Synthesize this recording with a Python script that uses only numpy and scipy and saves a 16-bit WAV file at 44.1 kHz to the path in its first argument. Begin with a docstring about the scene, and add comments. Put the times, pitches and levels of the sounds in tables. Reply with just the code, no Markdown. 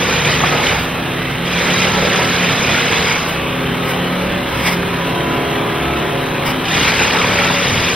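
"""Track tamping machine in ballast

An eccentric shaft shakes steel tines about 36 times a second: loose joints buzz as a stack of shaft harmonics.
The tines start buried, lift, plunge again, lift, and plunge once more: stones click, crush and grind
as filtered bursts and noise in step with the shaft, with hard blows and singing steel on top.
Behind them are a diesel and fan on geared tones, a sliding pump hum, a throbbing roar, air hiss and low lurches.
"""
import sys
import numpy as np
from scipy import signal
from scipy.fft import rfft, irfft, next_fast_len
from scipy.io import wavfile
from scipy.ndimage import uniform_filter1d, map_coordinates

SR = 44100
rng = np.random.default_rng(int(sys.argv[2]) if len(sys.argv) > 2 else 0)


def store_wav(level_fs):
    """Save 16-bit WAV to argv[1]."""
    pcm = np.round(np.clip(np.atleast_2d(level_fs), -1, 1) * 32767)
    wavfile.write(sys.argv[1], SR, pcm.T.astype(np.int16))


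N = 350595

# Speed of the eccentric shaft. Each row: time in seconds, turns per second.
SHAFT_SPEED = [(0, 35.9), (.4, 36.3), (1.1, 36.6), (1.6, 36), (2.15, 35), (2.6, 35.8), (3.35, 36.88),
               (3.75, 36.66), (4.15, 36.14), (4.65, 35.9), (5.15, 36.74), (5.5, 37.06), (5.92, 37.12),
               (6.35, 36.6), (6.9, 36.25), (7.3, 35.2), (7.95, 35.2)]
# Buzz of the free tines. Each row: multiple of the shaft rate, relative level in dB.
FREE_PARTIALS = [(3, -11), (4, -13), (5, -13), (6, -13), (7, -9), (8, -13), (9, -9), (10, -12), (11, -10),
                 (12, -12), (13, -9), (14, -15), (15, -10), (16, -12), (17, -16), (18, -19), (19, -15),
                 (20, -16), (21, -12.5), (22, -16), (23, -16), (24, -19), (25, -16), (26, -18), (27, -16),
                 (28, -13), (29, -17), (30, -15), (31, -17), (32, -17), (33, -13), (34, -19), (35, -15)]
# Thrum of the buried tines. 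Each row: multiple of the shaft rate, relative level in dB.
BURIED_PARTIALS = [(2, -7), (3, -5), (4, 0), (5, -11), (6, -6), (7, -6), (10, -4), (12, -1), (13, -3),
                   (14, -4), (16, -6), (22, -8)]
# Panels of the frame sing along with single partials.
# Each row: multiple of the shaft rate, start in seconds, end in seconds, boost in dB.
PANEL_SWELLS = [(6, 5.55, 6.15, 7), (7, 3.4, 3.85, 5), (7, 5.2, 5.52, 9.5), (7, 6.4, 6.65, 7.5),
                (8, 4.1, 4.5, 6), (9, .9, 1.35, 6), (9, 5, 6.25, 7.5), (10, 4.8, 5.4, 6),
                (10, 5.9, 6.65, 7.5), (11, 3.38, 4.05, 7.5), (11, 4.45, 5.05, 7), (11, 5.35, 6.35, 8),
                (12, 1, 1.3, 6), (12, 3.7, 4, 6), (12, 5.05, 5.5, 9), (14, 3.8, 4.3, 10),
                (15, 3.38, 3.68, 8), (15, 4.1, 4.75, 7.5), (15, 6.1, 6.7, 7), (16, 4.1, 4.45, 10),
                (17, 5.2, 6.1, 5.5), (19, 5.08, 6.28, 7), (19, 5.08, 5.42, 4.5), (19, 5.75, 6.25, 4),
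                (23, 5.05, 6.5, 5), (27, 4.65, 6.7, 9.5), (27, 4.97, 5.42, 6), (30, 5.1, 5.3, 7),
                (35, 3.75, 4.25, 7), (35, 5.8, 6.08, 10)]
# Distance and balance. Each row: time in seconds, buzz gain in dB, left minus right of the whole mix in dB.
PASSING = [(0, -1.5, -0.8), (2.8, -1.5, -1), (3.6, 1, 0), (4.7, 1, -0.5), (5.4, 2, -0.2), (7.95, 1.5, 0.6)]

# Tines going into the ballast. Each row: start of sinking in seconds, sinking time in seconds,
# start of lifting in seconds, lifting time in seconds, then base levels of clatter, grinding and thrum in dB.
PLUNGES = [(-.3, .15, 0.72, .22, -21, -22, -31), (1.45, 0.16, 3.053, .38, -19.5, -23.5, -31.5),
           (6.652, 0.08, 8.4, .3, -19, -26.5, -33)]
# The tines close and pack the stones. Each row: start in seconds, end in seconds, extra grinding in dB.
SQUEEZES = [(.4, .76, 4), (1.84, 2.28, 2.5), (6.72, 7.56, 5.5)]
# Packed stones give way. 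Each row: start in seconds, end in seconds, extra clatter in dB.
CRUNCHES = [(.15, .19, 2), (.25, .37, 3), (.455, .495, 1.5), (.64, .715, 3), (1.78, 1.87, 1.5),
            (2.12, 2.2, 1.5), (2.7, 2.82, 1.5), (2.92, 3.0, 1.5), (3.06, 3.15, 2), (6.81, 6.9, 2),
            (6.98, 7.07, 2), (7.43, 7.53, 1.5)]
# Hard blows on a stone or steel stop. Each row: time in seconds, relative level in dB, ring pitch in Hz.
STRIKES = [(.0952, -8, 2500), (.1236, -9, 2500), (0.251, -6, 2580), (0.3132, -5, 2690), (0.478, -8, 2380),
           (.5846, -9, 2400), (0.6656, -2, 3110), (1.7957, -9, 2400), (1.8176, -8, 2600), (2.048, -7, 620),
           (2.5105, -8, 2400), (2.7086, -9, 2500), (2.7374, -4, 2265), (2.972, -9, 2700),
           (6.6542, -12, 3300), (6.6821, -10, 3000), (6.7426, -8, 2570), (6.7764, -8, 2070),
           (6.8243, -4, 2870), (6.8814, -7, 2090), (6.9929, -4, 2350), (7.3945, -11, 2300)]
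# Steel shaken or rubbed into ringing. Each row: start in seconds, end in seconds, first pitch in Hz,
# last pitch in Hz, level in dB, fuzz in radians of phase.
STEEL_RINGS = [(.15, .56, 146.5, 145, -24, .2), (.42, .68, 870, 835, -31, 1.2),
               (.45, .7, 1230, 1236, -33, .8), (.75, 1.05, 1162, 1162, -41, .3),
               (1.72, 2.3, 1338, 1320, -30, .8), (2.15, 2.32, 735, 745, -33, .6),
               (2.55, 3.1, 214, 219, -30, .25), (3.05, 3.4, 841, 841, -38, .4),
               (3.15, 3.45, 1161, 1163, -35, .3), (6.85, 7.45, 975, 972, -35, .7),
               (7.22, 7.65, 574, 564, -28.5, .5), (7.15, 7.6, 1310, 1330, -31.5, 1.1)]

# Diesel speed. Each row: time in seconds, firing rate in Hz.
FIRING_RATE = [(0, 68.6), (.6, 68.9), (1.1, 66.9), (3.1, 69.4), (3.6, 67.7), (4.3, 67), (4.7, 68.7),
               (5.8, 69.4), (6.3, 68.1), (7.95, 68)]
# Hydraulic pump pitch. Each row: time in seconds, pitch in Hz.
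PUMP_PITCH = [(0, 174), (.85, 165), (2, 184), (2.2, 177), (2.45, 177), (3.45, 167), (4.27, 182), (4.8, 176),
              (5.7, 157), (6.7, 164), (7.1, 177), (7.95, 178)]
# The pump comes under load. Each row: start in seconds, end in seconds, boost in dB.
PUMP_SURGES = [(1.42, 2.14, 6), (2.32, 2.49, 8), (3.65, 4.45, 3), (3.97, 4.39, 5.5), (4.66, 4.88, 7),
               (4.88, 5.3, 2.5), (7.1, 7.85, 3)]
# Air valve blasts. Each row: peak in seconds, rise in seconds, fall in seconds, hiss level in dB, roar level in dB.
VALVE_BLASTS = [(.82, .07, 0.073, -41, -40), (3.3, .032, 0.046, -35, -40), (3.87, 0.039, .11, -36, -30),
                (4.59, .055, .06, -37.5, -26), (4.68, 0.08, 0.075, -35.5, -23.5),
                (4.675, .018, .02, -50, -18.5), (5.07, .015, .03, -41, -42), (6.48, 0.028, 0.043, -35, -24)]
# The heavy frame lurches. Each row: start in seconds, end in seconds, rumble level in dB.
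LURCHES = [(1.88, 2.02, -30), (4.224, 4.43, -26.5), (7.65, 7.854, -24)]

# Colour of the steady machine roar. Each row: frequency in Hz, relative level in dB per Hz.
MACHINERY_SPECTRUM = [(25, -17.5), (60, -11.5), (95, -7), (170, -6), (300, -8.5), (500, -10), (900, -11.3),
                      (1800, -10.8), (3100, -12.8), (4050, -19), (4650, -30.5), (6000, -27.5),
                      (9800, -33.3), (15000, -35.7)]
# Colour of clattering stones and of cracks. Each row: frequency in Hz, relative level in dB per Hz.
CLATTER_SPECTRUM = [(500, -17), (1200, -3), (1800, -3), (2350, 2), (3000, -2), (3900, -1), (4500, -8),
                    (5050, -3.5), (5450, -9), (6000, -5), (7200, -4.5), (8500, -16.5), (10000, -23),
                    (15000, -30)]
# Colour of stones grinding together. Each row: frequency in Hz, relative level in dB per Hz.
GRINDING_SPECTRUM = [(40, -27), (75, -23), (110, -1.5), (280, -4.5), (460, -1.5), (660, -3.5), (850, -1),
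                     (1300, -6.5), (2000, -5.5), (5000, -46)]
# Colour of thin escaping air. Each row: frequency in Hz, relative level in dB per Hz.
HISS_SPECTRUM = [(2000, -27), (5000, -9), (7200, 4), (8300, 7), (9500, 2), (11500, 4.5), (15500, 4.5)]
# Colour of the roaring vent. Each row: frequency in Hz, relative level in dB per Hz.
ROAR_SPECTRUM = [(300, -18), (800, 1), (1200, 0), (1500, -7), (1900, 2.5), (2250, 5), (2600, -5),
                 (3200, -5.5), (4500, -14), (5000, -5), (5500, -9), (8000, -19), (15000, -37)]
# Colour of the frame's rumble. Each row: frequency in Hz, relative level in dB per Hz.
RUMBLE_SPECTRUM = [(25, -12), (60, -1), (110, 0), (240, 1), (400, -25), (1500, -70)]
# Stereo width at the microphone pair. Each row: frequency in Hz, difference over sum in dB.
STEREO_WIDTH = [(60, -57), (200, -16), (500, -9), (1200, -5.5), (2200, -13.5), (3150, -29), (4150, -1),
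                (5050, -6.5), (5500, 5), (6000, 9.5), (7200, 24.5), (8300, 0.5), (9100, 5.5), (10700, -8.5),
                (14000, 0.5)]
# Treble dip of the microphones. One row: centre in Hz, width in Hz, depth in dB.
TREBLE_DIP = (7250, 500, -16)
TOP_HZ = 15750  # nothing passes above this

BUZZ_DB, BUZZ_DB_PER_TURN = -29.5, 1  # base level; dB for each extra turn per second
BUZZ_BURIED_DB = -6.5  # damping by the stones
SWELL_EDGE_S, SURGE_EDGE_S, SQUEEZE_EDGE_S, CRUNCH_EDGE_S = 0.11, 0.08, 0.072, 0.039
DIESEL_DB, FAN_DB, PUMP_DB = -29, -33.5, -27.5  # base levels
BOOM_BURIED_DB, DRONE_BURIED_DB = -1, -9  # change of the two low diesel notes with buried tines
FAN_PER_FIRING = 3.8  # blade passes for each firing
BITE_DB, BITE_S = 1.5, 0.4  # extra clatter until this long after sinking starts
PULL_DB, PULL_S = 0.5, 0.88  # extra clatter from this long before lifting starts
CLATTER_EDGE_S, CLATTER_WAVER_DB = 0.15, 0.17
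TOUCH_SHARE = 0.35  # share of the clatter that starts at once on contact
# Contacts per second on average, spread of sizes in dB, 60 dB decay in seconds of a 3 kHz click
STONE_RATE, STONE_SIZE_DB, STONE_T60 = 1400, 1.3, 0.035
KNOCK_RATE, KNOCK_SIZE_DB, KNOCK_T60 = 480, 1.2, 0.025
KNOCK_DB, CRUSH_DB = -4, 3  # big stones and crushing noise against the small clicks
CLUMP_DB = 1.5  # big stones shift in bunches
PULSING_DB = 0.7  # swing of the stone contact force over a turn
STRIKE_SPREAD = 0.07  # how far the modes of one blow lie apart, in log frequency


def amp(db):
    """Decibels to gain."""
    return 10 ** (np.asarray(db) / 20)


def unit(x):
    """Scale to rms 1."""
    return x / np.sqrt(np.mean(x ** 2) + 1e-20)


def along(points, hz):
    """Read (Hz, value) points on a log frequency axis."""
    point_hz, value = np.transpose(points)
    return np.interp(np.log(hz + 1), np.log(point_hz + 1), value)


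def curves(rows):
    """Draw one automation curve for each column after the time."""
    s, *columns = np.transpose(rows)
    return [np.interp(np.arange(N) / SR, s, column) for column in columns]


def wobble(rate):
    """A smooth random curve with this many knots a second."""
    knots = rng.standard_normal(int(N * rate / SR) + 4)
    coarse = np.arange(0, N + 64, 64)
    return np.interp(np.arange(N), coarse, map_coordinates(knots, [coarse * rate / SR]))


def gate(start, end, edge):
    """Open between two times, with soft edges."""
    t = np.arange(N) / SR
    return np.clip(np.minimum(t - start, end - t) / edge + .5, 0, 1)


def boosts(rows, edge):
    """Sum of (start, end, dB) boosts with soft edges, in dB."""
    return sum(db * gate(start, end, edge) for start, end, db in rows)


def cycles(hz):
    """Running phase of a changing frequency."""
    return 2 * np.pi * np.cumsum(hz) / SR


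def filtered(x, response):
    """Shape x with a response of frequency."""
    m = next_fast_len(N + 8192)
    return irfft(rfft(x, m) * response(np.fft.rfftfreq(m, 1 / SR)), m)[..., :N]


def bump(hz, centre, width):
    """A resonance shape, 1 at its centre."""
    return 1 / (1 + (2 * (hz - centre) / width) ** 2)


def noise():
    """Two unrelated white noises."""
    return rng.standard_normal((2, N))


def spread(pair, spectrum):
    """Turn two signals into a coloured left and right, their mean at rms 1."""
    def response(hz):
        turn = np.arctan(amp(along(STEREO_WIDTH, hz)))
        return amp(along(spectrum, hz)) * [np.cos(turn), np.sin(turn)]
    mid, side = filtered(pair, response)
    return np.array([mid + side, mid - side]) / np.std(mid)


def patchy(pair, depth_db):
    """Shifting paths and contacts give the sound patches of changing colour."""
    z = signal.stft(pair, nperseg=1024)[2]
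    grain = rng.standard_normal(z.shape[1:])
    across_frequency = uniform_filter1d(grain, size=4, axis=0)
    field = uniform_filter1d(across_frequency, size=9, axis=1)
    return signal.istft(z * amp(depth_db * unit(field)), nperseg=1024)[1][:, :N]


def shaken(shaft, depth_db, scatter_db):
    """Shaft-driven force with several peaks a turn, never twice alike; a negative depth inverts the swing."""
    turn = shaft + 0.16 * wobble(12)
    push = np.cos(turn) + .8 * np.cos(2 * turn) + .7 * np.cos(3 * turn + 2) + .7 * np.cos(4 * turn + 1)
    return unit(amp(depth_db * push + scatter_db * wobble(70)))


def harmonics(shaft, orders, waver_db, jitter):
    """Wavering partials on multiples of the shaft rate, with panel swells; a steady 0 dB partial is rms 1."""
    out = np.zeros((2, N))
    first_speed = np.transpose(SHAFT_SPEED)[1][0]
    for k, db in orders:
        swell_db = boosts([row[1:] for row in PANEL_SWELLS if row[0] == k], SWELL_EDGE_S)
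        gain = amp(db + swell_db + waver_db * wobble(6))
        phase = k * shaft + rng.uniform(0, 2 * np.pi) + jitter * wobble(9)
        # each partial reaches the two microphones with its own phase offset
        apart = np.arctan(amp(along(STEREO_WIDTH, k * first_speed))) * rng.choice([-1, 1])
        out += gain * np.sin([phase + apart, phase - apart])
    return np.sqrt(2) * out


def contacts(force, per_second, size_db, t60, low_hz, high_hz):
    """Stones click against each other, each at its own pitch, more often when the force is high."""
    start = np.flatnonzero(rng.random(N) < force ** 2 * per_second / SR)
    u = rng.random((len(start), 5))
    hz = low_hz * (high_hz / low_hz) ** u[:, :1]
    size = amp(size_db * np.minimum(-np.log(u[:, 1:2]), 4)) * np.sqrt(hz)
    t = np.arange(round(.5 * t60 * SR)) / SR
    life = t60 * (3000 / hz) ** 0.27  # small stones ring higher and shorter
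    clicks = size * amp(-60 * t / life) * np.sin(2 * np.pi * hz * t)
    where = (start[:, None] + np.arange(len(t))).ravel()

    def summed(weight):
        return unit(np.bincount(where, (clicks * weight).ravel(), N + len(t))[:N])

    polarity = np.sign(u[:, 2:3] - .5)
    side_weight = u[:, 3:4] - .5
    return np.array([summed(polarity), summed(side_weight)])


def machinery(shaft):
    """Fans, oil flow and rattling linkage make a steady noise roar that throbs with the shaft."""
    throb = shaken(shaft, depth_db=-0.84, scatter_db=0.5)
    roar = spread(patchy(noise() * throb, depth_db=1.96), MACHINERY_SPECTRUM)
    return amp(-21.0 + 0.043 * wobble(2.1)) * roar


def diesel(buried):
    """The exhaust drones on the firing rate, its double and a faint eighth; the low two dip with buried tines."""
    firing = cycles(curves(FIRING_RATE)[0]) + 0.06 * wobble(12)
    boom = amp(-11.0 + BOOM_BURIED_DB * buried + 4.5 * wobble(6.3)) * np.sin(firing)
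    drone = amp(-2.0 + DRONE_BURIED_DB * buried + 1.36 * wobble(3.02)) * np.sin(2 * firing)
    whine = amp(-11 + 3 * wobble(3)) * np.sin(8 * firing)
    return np.sqrt(2) * amp(DIESEL_DB) * (boom + drone + whine)


def fan():
    """The blade tone of the cooling fan is geared to the engine."""
    blades = cycles(FAN_PER_FIRING * curves(FIRING_RATE)[0]) + 0.2 * wobble(12)
    return np.sqrt(2) * amp(FAN_DB + 1.2 * wobble(7.6)) * np.sin(blades)


def pump():
    """The hydraulic hum slides in pitch and swells under load, and pressure ripple roughens it."""
    stroke = cycles(curves(PUMP_PITCH)[0]) + 0.22 * wobble(22)
    hum = np.sin(stroke) + amp(-14.0) * np.sin(2 * stroke) + amp(-14.5) * np.sin(3 * stroke)
    level_db = PUMP_DB + boosts(PUMP_SURGES, SURGE_EDGE_S)
    return amp(level_db + 1.1 * wobble(25)) * hum


def valves():
    """Short blasts of air swell and fade: a thin hiss over the roar of the vent."""
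    t = np.arange(N) / SR
    hiss_gain, roar_gain = np.zeros((2, N))
    for s, rise, fall, hiss_db, roar_db in VALVE_BLASTS:
        opening = np.exp(-((t - s) / np.where(t < s, rise, fall)) ** 2)
        hiss_gain += amp(hiss_db) * opening
        roar_gain += amp(roar_db) * opening
    flutter = amp(3.0 * wobble(45))
    hiss = hiss_gain * spread(patchy(noise(), depth_db=-3.5), HISS_SPECTRUM)
    roar = roar_gain * spread(noise(), ROAR_SPECTRUM)
    return flutter * (hiss + roar)


def lurches():
    """A short, deep noise rumble when the heavy frame jolts."""
    gain = sum(amp(db) * gate(start, end, edge=0.1) for start, end, db in LURCHES)
    return gain * spread(noise(), RUMBLE_SPECTRUM)


def ringing_steel():
    """Shaken steel sings briefly and drifts in pitch; the fuzzier the note, the more it breaks up."""
    out = np.zeros((2, N))
    for start, end, first_hz, last_hz, db, fuzz in STEEL_RINGS:
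        hz, = curves([(start, first_hz), (end, last_hz)])
        phase = cycles(hz) + fuzz * wobble(40)
        note = unit(amp(3.5 * fuzz * wobble(30)) * np.sin([phase, phase + 0.18]))
        out += amp(db) * gate(start, end, edge=0.054) * note
    return out


def strikes():
    """A stone or a steel stop takes a full blow: a noise crack and a short, clashing ring of close modes."""
    t = np.arange(SR // 5) / SR
    blows = np.zeros((2, N + SR))
    cracks = spread(noise(), CLATTER_SPECTRUM)
    for s, db, ring_hz in STRIKES:
        first = round(s * SR)
        hz = ring_hz * np.exp(STRIKE_SPREAD * rng.standard_normal((6, 1)))
        ring = unit(np.sin(2 * np.pi * hz * t + rng.uniform(0, 2 * np.pi, hz.shape)).sum(axis=0))
        crack = cracks[:, first:][:, :len(t)]
        blow = 0.16 * ring * amp(-60 * t / 0.19) + 0.15 * crack * amp(-60 * t / 0.16)
        attack = 1 - np.exp(-t / 0.00067)
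        blows[:, first:][:, :len(t)] += amp(db) * blow * attack
    return blows[:, :N]


def depth(s_in, sinking, s_out, lifting):
    """How deep the tines are during one plunge, 0 to 1: sink, hold, lift."""
    t = np.arange(N) / SR
    return np.clip(np.minimum((t - s_in) / sinking, 1 - (t - s_out) / lifting), 0, 1)


def plunging():
    """Depth of the tines, and the gains of clatter, grinding and thrum that follow from it."""
    buried, clatter, grind, thrum = np.zeros((4, N))
    for s_in, sinking, s_out, lifting, clatter_db, grind_db, thrum_db in PLUNGES:
        deep = depth(s_in, sinking, s_out, lifting)
        bite = (s_in - sinking, s_in + BITE_S, BITE_DB)
        pull = (s_out - PULL_S, s_out + lifting, PULL_DB)
        moving_db = boosts([bite, pull], CLATTER_EDGE_S)
        touching = gate(s_in, s_out, edge=.005)
        buried += deep
        clatter += np.maximum(deep, TOUCH_SHARE * touching) * amp(clatter_db + moving_db)
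        grind += deep ** 2 * amp(grind_db)
        thrum += deep ** 2 * amp(thrum_db)
    crunch_db = boosts(CRUNCHES, CRUNCH_EDGE_S) + CLATTER_WAVER_DB * wobble(10)
    squeeze_db = boosts(SQUEEZES, SQUEEZE_EDGE_S)
    return buried, clatter * amp(crunch_db), grind * amp(squeeze_db), thrum


def tamping_unit(shaft, buried, thrum_gain):
    """Loose joints knock with the shaft: a buzz that grows with speed and is damped by stones, plus a low thrum."""
    speed, = curves(SHAFT_SPEED)
    near_db, _ = curves(PASSING)
    speed_db = BUZZ_DB_PER_TURN * (speed - speed.mean())
    level_db = BUZZ_DB + near_db + speed_db + BUZZ_BURIED_DB * buried
    # twelve upper partials, falling 12 dB an octave with a little scatter
    count = len(FREE_PARTIALS)
    overtones = [(k, -16 - 12 * np.log2(k / count) + rng.normal(0, 0.97))
                 for k in range(count + 1, count + 13)]
    buzz = harmonics(shaft, list(FREE_PARTIALS) + overtones, waver_db=1.7, jitter=0.25)
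    thrum = harmonics(shaft, BURIED_PARTIALS, waver_db=2.0, jitter=0.96)
    return amp(level_db) * buzz + thrum_gain * thrum


def ballast(shaft, clatter_gain, grind_gain):
    """Tines drive into stones: gritty clicks and heavier knocks in a crushing hiss, a duller grinding below."""
    force = shaken(shaft, depth_db=PULSING_DB, scatter_db=0.5)
    clumps = unit(force * amp(CLUMP_DB * wobble(14)))
    clicks = contacts(force, STONE_RATE, STONE_SIZE_DB, STONE_T60, low_hz=900, high_hz=14400)
    knocks = contacts(clumps, KNOCK_RATE, KNOCK_SIZE_DB, KNOCK_T60, low_hz=700, high_hz=3400)
    crush = unit(noise() * force)
    stones = clicks + amp(KNOCK_DB) * knocks + amp(CRUSH_DB) * crush
    clatter = spread(patchy(stones, depth_db=1.1), CLATTER_SPECTRUM)
    rubbing = noise() * shaken(shaft, depth_db=0.5, scatter_db=2.5)
    grind = spread(patchy(rubbing, depth_db=2.5), GRINDING_SPECTRUM)
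    return clatter_gain * clatter + grind_gain * grind


def scene():
    """One shaft drives the buzz, the throb and the clatter; the depth of the tines sets their shares."""
    shaft = cycles(curves(SHAFT_SPEED)[0])
    buried, clatter, grind, thrum = plunging()
    drive = diesel(buried) + fan() + pump() + machinery(shaft) + valves() + lurches()
    work = tamping_unit(shaft, buried, thrum) + ballast(shaft, clatter, grind) + strikes() + ringing_steel()
    _, pan_db = curves(PASSING)
    return (drive + work) * amp([pan_db / 2, -pan_db / 2])


def record(dry):
    """Microphone chain: round off the highest peaks, dip the treble and cut all above the band limit."""
    rounded = dry / (1 + np.abs(dry) ** 8) ** (1 / 8)
    centre, width, depth_db = TREBLE_DIP
    return filtered(rounded, lambda hz: amp(depth_db * bump(hz, centre, width)) * (hz < TOP_HZ))


dry = scene()
out = record(dry)
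store_wav(out)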